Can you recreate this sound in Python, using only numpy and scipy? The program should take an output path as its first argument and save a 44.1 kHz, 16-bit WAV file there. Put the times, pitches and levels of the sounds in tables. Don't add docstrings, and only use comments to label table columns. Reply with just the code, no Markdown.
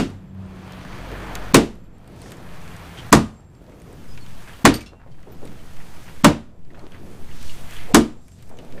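import sys
import numpy as np
from scipy import signal
from scipy.io import wavfile

SR = 44100
rng = np.random.default_rng(int(sys.argv[2]) if len(sys.argv) > 2 else 0)


def boost(x):
    u = np.asarray(x, float) / 20
    return 10 ** u


def generate_wav(signal):
    frames = np.transpose(np.atleast_2d(signal))
    scaled = np.clip(frames, -1, 1) * 32767
    pcm = np.round(scaled).astype(np.int16)
    wavfile.write(sys.argv[1], SR, pcm)


N = 388080

# start in seconds, strength in dB, brightness in dB, board boom in dB, clang in dB
BLOWS = [
    (-.045, 2, -1, -5.5, -7),
    (1.544, 2, 1, 0, -1),
    (3.1268, 2.5, 0, -1.5, -1.5),
    (4.6518, 3, -1.5, -3, -1.5),
    (6.2443, 1.5, -2, 0.5, 1),
    (7.945, 3, -0.5, 1.5, -1.5),
]
# pitch in Hz, level in dB, decay by 60 dB in seconds
TIMBER_MODES = [(65.8, -9, 0.19), (97.2, -13, 0.19), (122.4, -9.5, 0.14), (161, -7.5, 0.2),
                (188.4, -8, 0.16), (220.1, -3.5, 0.3), (254, -11, 0.34), (287.2, 2.5, 0.2),
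                (304.9, -1, 0.22), (342, -3.5, 0.16), (460.6, -8, 0.19), (587, -9.5, 0.21),
                (684, -10.5, 0.21), (821, -11.5, 0.22), (937, -10, 0.21), (1013, -14, 0.24),
                (1100, -12.5, 0.19), (1150, -14.5, 0.21), (1210, -16, 0.29), (1484, -16.5, 0.17),
                (1580, -16, 0.11), (2070, -19.5, .13), (2290, -22.5, 0.13), (2800, -18.5, 0.14),
                (4070, -23, 0.13), (4910, -23.5, 0.081), (6000, -25.5, 0.059)]
# pitch in Hz, level in dB per Hz
CRASH_COLOUR = [(18, -43), (30, -21), (153, -5.5), (303, -2), (394, -8), (449, -7.5), (962, -11.5),
                (1460, -15), (2230, -22), (3770, -27), (8080, -31.5), (14000, -51.5), (16000, -57)]
# pitch in Hz, decay by 60 dB in seconds
CRASH_T60 = [(60, 0.34), (160, 0.25), (420, 0.19), (1100, 0.14), (2910, 0.24), (7680, 0.17)]
LANDING_LOW_HZ = [65, 120, 160, 220, 290]
LANDING_HIGH_HZ = [350, 520, 1000, 2000, 9000]
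# one blow, its gains in dB at the low and at the high pitches
LANDING_LOW_DB = [(-3, 1, 2, 4, 3), (-1, 3.5, -1, 2, -2), (4, 8, 3, 4, 0), (6, 1.5, -1.5, 1, 0),
                  (-4, 6, 0, 1, -2.5), (-2.5, -.5, -3, 0, -1)]
LANDING_HIGH_DB = [(0.5, -2.5, -1.5, -1, 1), (8, 2.5, -3, 0, 1), (1, -1, 3, -3, 2), (2, -1, -1.5, 2.5, 0),
                   (0, 0, -1, 0, 1), (3, -2, -.5, -4, 1.5)]
THUD_DB = [-8, -9, -10, -5.5, -8, -8]
# delay in seconds, level in dB
WALL_ECHOES = [(.0045, -5.5), (.0105, -13), (.0225, -11), (0.038, -23.5)]
# pitch in Hz, decay by 60 dB in seconds, beat in Hz
BAR_HZ = [7488, 11770]
BAR_T60_S = [2.5, 1.0]
BAR_BEAT_HZ = [9, 14]
# low mode in dB, high mode in dB
BAR_DB = [(-72, -66), (-69, -64), (-64, -95), (-73, -95), (-74, -95), (-62, -95)]
# start in seconds, level in dB, bright contact in dB
PIN_BOUNCES = [
    (4.740, -26, -2),
    (4.763, -40, -20),
    (4.808, -37, -5),
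    (4.861, -41.5, -17),
    (5.115, -55, -15),
    (5.320, -53, -15),
    (5.528, -64, -15),
]
PIN_LANDS_ON = [0, 0, 1, 2, 3, 4, 4]
# pitch in Hz, level in dB, decay by 60 dB in seconds
PIN_FACES = [
    [(3060, -9, 0.087), (3640, -16, 0.09), (4603, 1.5, 0.1), (4570, -6, .15), (1900, -10, .2),
     (6500, -14, 0.088), (8680, 2, 0.041), (8850, -7, .18), (12150, -5, 0.13), (13900, -12, .07)],
    [(2299, -2, 0.15), (2550, 2, 0.06), (3122, -6, .07), (8550, -10, 0.096), (10800, -18, .05),
     (12110, -16, .1), (13900, -15, 0.08)],
    [(2740, -8, 0.5), (2747, -11, .4), (3440, -5, 0.15), (3830, -5, .06), (4161, -7, 0.2), (5405, -2, 0.12)],
    [(3120, -5, .25), (4597, -3, .1), (2100, -4, .06)],
    [(13950, 7, .08)],
]
# start in seconds, peak in dB, pitch in Hz
SCUFFS = [(2.095, -37.5, 385), (3.389, -46.5, 650), (3.595, -41.5, 299), (3.679, -39, 503),
          (3.895, -36, 430), (4.925, -38.5, 646), (4.999, -44.5, 1220), (5.18, -48, 1100),
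          (5.06, -39.5, 630), (5.179, -51.5, 280), (5.268, -33.5, 397), (5.425, -29.5, 406),
          (6.759, -43, 479), (6.828, -33.5, 347), (7.029, -39, 444), (8.501, -37.5, 630), (8.63, -36, 520)]
# start in seconds, peak in dB, pitch in Hz
SCRAPES = [(2.975, -36, 3035), (6.845, -50, 2980), (7.72, -35.5, 2400), (7.78, -38.5, 2370)]
# start in seconds, peak in dB, pitch in Hz
SQUEAKS = [(2.985, -36, 3200), (4.532, -46, 3160), (5.588, -52, 3130), (7.285, -46, 1990),
           (7.308, -46, 2900), (7.491, -38.5, 2960), (7.762, -38.5, 3190), (8.586, -56, 3120)]
# start in seconds, peak in dB, note in Hz
TWIGS = [(2.1634, -45, 2280), (2.6774, -34, 2400), (2.706, -38, 2840), (2.226, -40, 3800),
         (2.3197, -36, 3000), (2.335, -42, 2900), (2.614, -40, 5500), (5.455, -41, 3300),
         (6.735, -50, 3200), (2.9774, -32, 3100), (3.5494, -51, 4500), (3.665, -49, 4000),
         (4.1751, -33, 3900), (4.2632, -39, 3100), (4.5344, -44, 3140), (5.229, -42.5, 1960),
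         (5.4744, -37, 4000), (5.5904, -44, 2660), (5.7668, -36.5, 2770), (6.6487, -51.5, 4500),
         (6.793, -39, 4200), (6.9195, -37, 3300), (7.0648, -46, 5430), (8.571, -44, 6000),
         (8.5877, -33, 3020), (8.6484, -44, 7800), (8.7233, -38, 4000)]
# start in seconds, peak in dB, note in Hz
GRIT = [(0.7215, -35, 5320), (1.3531, -17, 6500), (1.8408, -56, 12000), (1.9824, -52, 8280),
        (2.0762, -41, 8330), (.102, -44, 8500), (.345, -59, 12000), (.4609, -53, 8700), (.56, -52, 9200),
        (.648, -52, 8200), (1.753, -50, 11000), (2.1191, -51, 8260), (2.161, -48, 8020), (2.19, -47, 6230),
        (2.2603, -44, 7380), (2.985, -42, 7960), (3.405, -56, 8800), (3.5, -58, 8000), (3.552, -56, 8500),
        (3.62, -56, 8500), (6.872, -50, 8000), (7.3652, -40, 5960), (7.7354, -36, 8130),
        (7.7753, -39, 6070), (2.2175, -34, 8700), (2.307, -39, 9050), (2.319, -30, 7550),
        (2.3687, -40, 7000), (2.7644, -34, 7500), (3.7996, -45, 6500), (3.818, -42, 8720),
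        (3.928, -44, 8000), (5.2034, -52, 8000), (5.4518, -36, 8400), (7.428, -31, 7200),
        (7.709, -33.5, 6960), (8.2816, -40.5, 9100), (8.318, -46, 3100), (8.3884, -49, 3480),
        (8.425, -38.5, 7980), (8.493, -40, 8500)]
# start in seconds, peak in dB, note in Hz
KNOCKS = [(2.26, -40, 1890), (2.9724, -35, 3120), (3.7186, -44.5, 940), (4.4758, -33, 1600),
          (4.4933, -33.5, 1810), (5.1414, -49.5, 991), (5.802, -35.5, 1850), (6.0791, -33.5, 926),
          (6.7035, -43.5, 1942), (6.7448, -38.5, 1300), (6.772, -44, 1400), (5.073, -48, 1750),
          (2.716, -40, 2900), (6.9443, -37.5, 1940), (7.734, -36.5, 1500), (8.778, -36, 1800),
          (4.1762, -37, 2600)]
# snap in dB, note in dB, woody knock in dB, bright spit in dB
TICK_KINDS = [
    (2.5, 1, -11.5, -12),
    (2.5, 1, -14.5, 0),
    (-10, 9, -7.5, -21),
]
# middle in seconds,
# length in seconds, dB over the yard, pitch in Hz
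STIRS = [(0.412, 0.097, 1.5, 97.2), (0.744, 0.35, 3.5, 4200), (1.2, .25, 1, 1700), (1.252, 0.29, 5, 450),
         (2.25, 0.11, 8.5, 6000), (2.278, 0.19, 7.5, 406), (3.05, .06, 5, 90), (3.81, 0.15, 9, 400),
         (4.0, 0.16, 4.5, 280), (4.138, 0.2, 4.5, 90), (4.49, 0.099, 3.5, 1500), (4.7, 0.081, 7.5, 463),
         (5.1, 0.13, 3.5, 90), (5.306, 0.055, 9, 390), (5.3, .06, 2.5, 800), (5.4, 0.096, 4.5, 150),
         (5.42, .06, 2.5, 7000), (5.446, 0.045, 4.5, 700), (5.51, 0.099, 8.5, 310), (6.544, 0.048, 9, 540),
         (6.738, 0.06, 9, 370.4), (6.81, 0.061, 13.5, 890), (6.8, 0.066, 4.5, 6000), (7.6, 0.06, 2, 500),
         (6.95, 0.033, 8, 1800), (7.037, 0.12, 12.5, 320), (7.188, 0.078, 5.5, 258), (7.3, .06, 2.5, 300),
         (7.477, .12, 9.5, 5100), (7.6, 0.35, 2.5, 14000), (7.74, 0.044, 4, 8000), (7.8, 0.14, 7, 2210),
         (7.918, 0.041, 19.5, 442.8), (8.3, 0.12, 14.5, 6880), (8.398, .03, 6, 3020),
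         (8.47, 0.059, 6, 8000), (8.52, .03, 3, 1500), (8.597, 0.087, 11.5, 430), (8.62, 0.034, 5, 3456),
         (8.78, .08, 15.5, 360)]
# start in seconds, end in seconds, first pitch in Hz, last pitch in Hz, level in dB
CHIRPS = [
    (4.077, 4.155, 5010, 4980, -54.5),
    (4.205, 4.245, 4480, 4240, -50),
]
# time in seconds, firing rate in Hz, second, half and first order in dB
ENGINE = [(0, 97, -48, -55, -37), (.17, 96, -43.5, -51, -35), (.25, 95.5, -40.5, -52, -48),
          (.4, 95, -36, -52, -31), (.55, 94, -40, -50, -45.5), (.75, 92.6, -40, -52, -42.5),
          (.95, 92.5, -45, -38, -52), (1.15, 92.5, -47, -33.5, -40), (1.5, 92, -45.5, -33.5, -45),
          (2.0, 90, -50.5, -58, -52.5), (2.6, 87, -46.5, -54, -51), (2.9, 85, -46.5, -51, -41.5),
          (3.5, 84.5, -53.5, -57.5, -49.5), (5.5, 84, -57, -62.5, -59.5), (7, 86, -56.5, -64, -55),
          (7.8, 87, -54, -58, -49.5), (8.8, 87, -55, -61, -57)]
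# time in seconds, level in dB
TRAFFIC = [(0, 7.5), (.6, 10), (1.3, 11), (2.0, 5), (3.0, 5), (4.0, -1.5), (5.5, -1), (7.0, -1),
           (8.8, -0.5)]
# pitch in Hz, level in dB per Hz
YARD_COLOUR = [(15, -30), (25, -0.5), (33, -8.5), (92, -11.5), (117, -8.5), (185, -12), (326, -17),
               (695, -22), (3080, -33.5), (4740, -39), (7310, -40.5), (14800, -46.5), (16000, -62)]
YARD_EDGES_HZ = [30, 230, 700, 3000, 15500]
# open level in dB, shut by in dB, share of traffic, share of gusts
LAYERS = [
    (-45, -1.5, 0.45, 0.12),
    (-51.5, -9, 0.72, 0.0041),
    (-47, -22, 1.025, 0.),
    (-51.5, -23.5, 0.12, 0.044),
]
# time in seconds, level in dB
GUSTS = [(0.0, -44.5), (0.4, -46), (1.2, -44), (1.5, -35.5), (2.0, -48), (2.5, -41), (3.6, -52.5),
         (4.05, -33), (4.38, -32), (4.6, -45), (5.2, -41), (5.6, -29), (6.0, -30.5), (6.4, -40.5),
         (7.1, -33), (7.3, -25), (7.85, -25), (8.4, -43), (8.8, -30.5)]
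# middle in seconds, peak in dB, half length in seconds
SHOVES = [(1.75, -41, .3), (3.1, -37, .06), (4.52, -38, .06), (5.3, -37, .05), (5.51, -28, .05),
          (5.62, -29, .03), (5.79, -22, .06), (5.96, -27, .06), (6.19, -27, .06), (6.48, -39, .08),
          (6.76, -32, .04), (6.93, -32, .035), (7.12, -31, .05), (7.34, -21, .05), (7.49, -16.5, .07),
          (7.84, -20, .1), (8.74, -23, .05)]
# middle in seconds, peak in dB, half length in seconds
SUCKS = [(.95, -37, .1), (1.44, -29, .13), (2.58, -32, .15), (4.14, -26, .1), (4.35, -27, .1),
         (5.17, -31, .09), (5.42, -24, .04), (5.67, -30, .03), (6.07, -34, .04), (6.65, -27, .06),
         (6.85, -29, .035), (7.02, -30, .035), (7.24, -22, .04), (7.64, -22, .05), (8.14, -35, .1),
         (8.52, -28, .07)]

TAIL = 1.01
HEAVE_HZ, HEAVE_DB, HEAVE_T60_S = 29, -21, .35
CLANG_SPREAD_DB, FLICKER_DB, STIR_OCTAVES = 2.5, 1.2, 1
SQUEAK_RISE_S, SQUEAK_T60_S, SQUEAK_SAG = 0.0024, 0.12, 2.2
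TICK_CLICK_DB, TICK_PURE_DB = 5, -13
DUCK_DB, DUCK_BACK_S, DUCK_AHEAD_S, DUCK_FALL_S = -18, 0.061, .018, .007
SHUT_S, CREEP_S, SHUT_AT_ONCE = .36, 0.45, 0.94
OVERLOAD_TOP, CUTOFF_HZ = 0.94, 15800


def at_hz(points, hz):
    points_hz, values = np.array(points)[:, 0], np.array(points)[:, 1]
    return np.interp(np.log(hz), np.log(points_hz), values)


def in_time(rows):
    s, *columns = np.transpose(rows)
    return [np.interp(np.arange(N) / SR, s, column) for column in columns]


def rms_one(x):
    return x / np.sqrt(np.mean(x ** 2) + 1e-20)


def band(x, low_hz, high_hz):
    sos = signal.butter(2, [low_hz, min(high_hz, .45 * SR)], "band", fs=SR, output="sos")
    return signal.sosfilt(sos, x)


def drift(rate_hz):
    knots = rng.standard_normal(int(N / SR * 40) + 2)
    return np.interp(np.arange(N) / SR * min(rate_hz, 39), np.arange(len(knots)), knots)


def dying(t, t60):
    return boost(-60 * t / t60)


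def add(out, piece, s):
    i = round(s * SR)
    piece = piece[max(-i, 0):N - i]
    out[max(i, 0):max(i, 0) + len(piece)] += piece


def struck(modes, t, spread_db, detune, build):
    out = np.zeros(len(t))
    for hz, db, t60 in modes:
        strength, off_pitch = rng.standard_normal(2)
        envelope = dying(t, t60) * (1 - np.exp(-t * hz / build))
        out += boost(db + spread_db * strength) * envelope * np.sin(2 * np.pi * hz * t * (1 + detune * off_pitch))
    return out


def crash(t, white, bright_db, landing):
    out, edges = np.zeros(len(t)), 30 * 2 ** np.arange(0, 9.2, 1 / 3)
    for k, (low, high) in enumerate(zip(edges, edges[1:])):
        hz = np.sqrt(low * high)
        tilt_db = bright_db * np.log2(hz / 1000) / 3 + at_hz(landing, hz)
        rise = 1 - np.exp(-t * hz / 0.47)
        shape = dying(t, TAIL * at_hz(CRASH_T60, hz))
        shape += boost(11) * dying(t, 0.044) * min(hz / 2000, 1)
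        shape += boost(-21.0) * dying(t, 0.49)
        out += boost(at_hz(CRASH_COLOUR, hz) + tilt_db) * rise * shape * band(white[k % 2], low, high)
    return out


def crack(t, white, bright_db):
    low = boost(bright_db) * band(white[1] * dying(t, .006), 6200, 10000)
    return low + boost(bright_db - 9) * band(white[0] * dying(t, .008), 11500, 15000)


def contact(t, bright_db, clang_db):
    knock = boost(clang_db - 4) * np.sin(2 * np.pi * 1050 * t) * dying(t, 0.043)
    ping = boost(bright_db - 6) * np.sin(2 * np.pi * 7900 * t) * dying(t, 0.011)
    heave = boost(HEAVE_DB) * np.sin(2 * np.pi * HEAVE_HZ * t) * dying(t, HEAVE_T60_S)
    return knock + ping + heave


def ground_thud(t, white, thud_db):
    fade = dying(np.maximum(t - .009, 0), 0.018)
    push = np.clip(t / .006 - .15, 0, 1) ** 1.5 * np.sin(2 * np.pi * 205 * (t - .001))
    rasp = np.minimum(t / .008 + .08, 1) * band(band(white[0], 400, 4500), 300, 6000)
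    return fade * (boost(-21) * rasp - boost(thud_db) * push)


def blows():
    out, t = np.zeros(N), np.arange(SR * 2 // 5) / SR
    landings = zip(BLOWS, LANDING_LOW_DB, LANDING_HIGH_DB, THUD_DB)
    for (s, db, bright_db, boom_db, clang_db), lows, highs, thud_db in landings:
        white = rng.standard_normal((2, len(t)))
        landing = list(zip(LANDING_LOW_HZ + LANDING_HIGH_HZ, lows + highs))
        modes = [(hz, mode_db + at_hz(landing, hz), t60) for hz, mode_db, t60 in TIMBER_MODES]
        boards = [mode for mode in modes if mode[0] < 500]
        bar = [mode for mode in modes if mode[0] > 500]
        boom = boost(boom_db - 7.5) * struck(boards, t / TAIL, spread_db=1.06, detune=.016, build=1.3)
        clang = boost(clang_db - 11.0) * struck(bar, t, spread_db=CLANG_SPREAD_DB, detune=0.0046, build=0.4)
        direct = boost(12.5) * crash(t, white, bright_db, landing) + boom + clang
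        first = boost(2.5) * crack(t, white, bright_db) + contact(t, bright_db, clang_db)
        add(out, boost(db) * (direct + first), s)
        spread = white[0] * dying(t, .03) * np.minimum(t / .003, 1)
        smeared = boost(bright_db - 6) * band(spread, 3000, 11000)
        returned = band(smeared + direct * dying(t, 0.032), 260, 11000)
        for lag, echo_db in WALL_ECHOES:
            add(out, boost(db + echo_db) * returned, s + lag)
        add(out, boost(db) * ground_thud(t, white, thud_db), s - .009)
    return out


def bar_ring():
    out, t = np.zeros(N), np.arange(SR) / SR
    let_go = np.clip((.75 - t) / .15, 0, 1)
    for (s, *_), levels_db in zip(BLOWS, BAR_DB):
        for db, hz, t60, beat in zip(levels_db, BAR_HZ, BAR_T60_S, BAR_BEAT_HZ):
            twin = .45 * np.sin(2 * np.pi * ((hz + beat) * t + rng.random()))
            pair = np.sin(2 * np.pi * hz * t) + twin
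            add(out, boost(db) * pair * dying(t, t60) * let_go, s)
    return out * boost(3 * drift(30))


def pin():
    out, t = np.zeros(N), np.arange(SR // 2) / SR
    for (s, db, contact_db), face in zip(PIN_BOUNCES, PIN_LANDS_ON):
        clink = struck(PIN_FACES[face], t, spread_db=0.5, detune=0, build=2.2)
        rattle = 1 + .4 * rms_one(band(rng.standard_normal(len(t)), 30, 350))
        puff = band(rng.standard_normal(len(t)) * dying(t, 0.17), 1200, 6300)
        touch = band(rng.standard_normal(len(t)) * dying(t, 0.023), 2500, 15000)
        puff += boost(contact_db) * touch
        add(out, boost(db) * (boost(-3.5) * clink * rattle + boost(-1.0) * puff), s)
    return out


def scuffs():
    out, t = np.zeros(N), np.arange(SR // 4) / SR
    envelope = (1 - np.exp(-(t / .014) ** 2)) * dying(t, 0.21)
    for s, db, hz in SCUFFS + SCRAPES:
        grainy = rng.standard_normal(len(t)) ** 5
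        puff = rms_one(band(grainy, hz / 1.8, hz * 1.36))
        add(out, boost(db - 1.5) * puff * envelope, s - .01)
    return out


def squeaks():
    out, t = np.zeros(N), np.arange(SR // 10) / SR
    envelope = (1 - np.exp(-t / SQUEAK_RISE_S)) * dying(t, SQUEAK_T60_S)
    for s, db, hz in SQUEAKS:
        rough = 1 + .8 * rms_one(band(rng.standard_normal(len(t)), 40, 300))
        note = np.sin(2 * np.pi * hz * t * (1 - SQUEAK_SAG * t / 2)) * rough
        add(out, boost(db) * note * envelope, s)
    return out


def ticks():
    out, t = np.zeros(N), np.arange(SR // 16) / SR
    for events, (snap_db, note_db, knock_db, bright_db) in zip((TWIGS, GRIT, KNOCKS), TICK_KINDS):
        for s, db, hz in events:
            white = rng.standard_normal((2, len(t))) * (1 - np.exp(-t / 0.0006))
            white[:, 3] += boost(TICK_CLICK_DB)
            snap = boost(snap_db) * band(white[0] * dying(t, 0.011), 1430, 6000)
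            spit = boost(bright_db - 1.0) * band(white[1] * dying(t, 0.0063), 4800, 15000)
            knock = boost(knock_db + 9.5) * band(white[1] * dying(t, 0.088), 980, 2540)
            note = band(white[0] * dying(t, .022), hz / 1.12, hz * 1.12)
            pure = np.sin(2 * np.pi * hz * t) * dying(t, .016) * np.minimum(t / .0006, 1)
            note += boost(TICK_PURE_DB) * pure
            add(out, boost(db) * (snap + spit + knock + boost(note_db) * note), s)
    return out


def bird():
    out = np.zeros(N)
    for start, end, first_hz, last_hz, db in CHIRPS:
        u = np.linspace(0, 1, round((end - start) * SR))
        tone = np.sin(2 * np.pi * np.cumsum(first_hz + (last_hz - first_hz) * u) / SR)
        swell = np.sin(np.pi * u) ** .6 * (1 + 0.41 * np.sin(13 * u))
        add(out, boost(db) * tone * swell, start)
    return out


def engine():
    hz, second_db, half_db, first_db = in_time(ENGINE)
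    turns = np.cumsum(hz * (1 + .002 * drift(6))) / SR
    out = np.zeros(N)
    for order, db in [(.5, half_db), (1, first_db), (1.5, second_db - 8), (2, second_db)]:
        out += boost(db + 0.95 * drift(6.0)) * np.sin(2 * np.pi * order * turns)
    return out


def stirring_db(hz):
    t = np.arange(0, N, 64) / SR
    lift = np.zeros(len(t))
    for s, length, db, at in STIRS:
        octaves_off = np.log2(hz / at) / STIR_OCTAVES
        lift += db * np.exp(-((t - s) / length) ** 2 - octaves_off ** 2)
    return np.repeat(lift, 64)[:N]


def shut():
    t, starts = np.arange(N) / SR, np.array(BLOWS)[:, 0]
    since = t - starts[np.searchsorted(starts, t) - 1]
    closing = np.interp(since, [0, .09, SHUT_S], [0, SHUT_AT_ONCE, 1])
    return closing * np.exp(-np.maximum(since - SHUT_S, 0) / CREEP_S)


def yard_levels():
    held, traffic_db, gust_db = shut(), in_time(TRAFFIC)[0], in_time(GUSTS)[0]
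    gust_swing_db = gust_db - gust_db.mean()
    return [db + shut_db * held + road * traffic_db + gusty * gust_swing_db
            for db, shut_db, road, gusty in LAYERS]


def yard():
    edges, layers = np.geomspace(29, 17000, 21), np.array(YARD_EDGES_HZ)
    fine = np.arange(layers[0], layers[-1])
    usual_db = []
    for low, high in zip(layers, layers[1:]):
        inside = fine[(fine >= low) & (fine < high)]
        usual_db.append(10 * np.log10(np.sum(boost(2 * at_hz(YARD_COLOUR, inside)))))
    lift_db = np.array(yard_levels()) - np.array(usual_db)[:, None]
    white, together, out = rng.standard_normal((2, N)), drift(22), np.zeros(N)
    grain_size = np.minimum(rng.exponential(4.0, N), 14)
    grains = rms_one(1 + .5 * (rng.random(N) < 400 / SR) * grain_size)
    numbers = np.arange(len(lift_db))
    for k, (low, high) in enumerate(zip(edges, edges[1:])):
        hz = np.sqrt(low * high)
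        place = np.interp(np.log(low * high), np.log(layers[1:] * layers[:-1]), numbers)
        share = np.clip(1 - np.abs(place - numbers), 0, 1)
        db = at_hz(YARD_COLOUR, hz) + share @ lift_db + stirring_db(hz)
        db = db + FLICKER_DB * drift(22) + 0.46 * together
        out += boost(db) * band(white[k % 2] * grains, low, high)
    return boost(0.63) * np.sqrt(SR / 2) * out


def wind():
    t = np.arange(0, N + 64, 64) / SR
    swings = np.zeros(len(t))
    for sign, rows in ((1, SHOVES), (-1, SUCKS)):
        for s, db, half in rows:
            swings += sign * boost(db) * np.exp(-((t - s) / half) ** 2)
    flutter = rms_one(band(rng.standard_normal(N + SR), 6.5, 24)[SR:])
    return np.interp(np.arange(N) / SR, t, swings) + boost(in_time(GUSTS)[0] - 16) * flutter


def ducking():
    t = np.arange(0, N, 8) / SR - np.array(BLOWS)[:, :1]
    fall = np.clip((t + DUCK_AHEAD_S) / DUCK_FALL_S, 0, 1)
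    drop = fall * np.exp(-np.maximum(t, 0) / DUCK_BACK_S)
    return np.repeat(boost(DUCK_DB * drop.sum(axis=0)), 8)[:N]


def scene():
    struck_sounds = blows() + bar_ring() + pin()
    worker = scuffs() + squeaks() + ticks()
    background = bird() + engine() + yard() + wind()
    return (struck_sounds + ducking() * (worker + background))[None]


def roll_off(x):
    return signal.sosfilt(signal.butter(12, 16500, fs=SR, output="sos"), x)


def record(dry):
    clipped = dry / (1 + np.abs(dry / OVERLOAD_TOP) ** 6) ** (1 / 6)
    top_cut = signal.cheby2(16, 45, CUTOFF_HZ, fs=SR, output="sos")
    return roll_off(signal.sosfilt(top_cut, clipped))


dry = scene()
out = record(dry)
generate_wav(out)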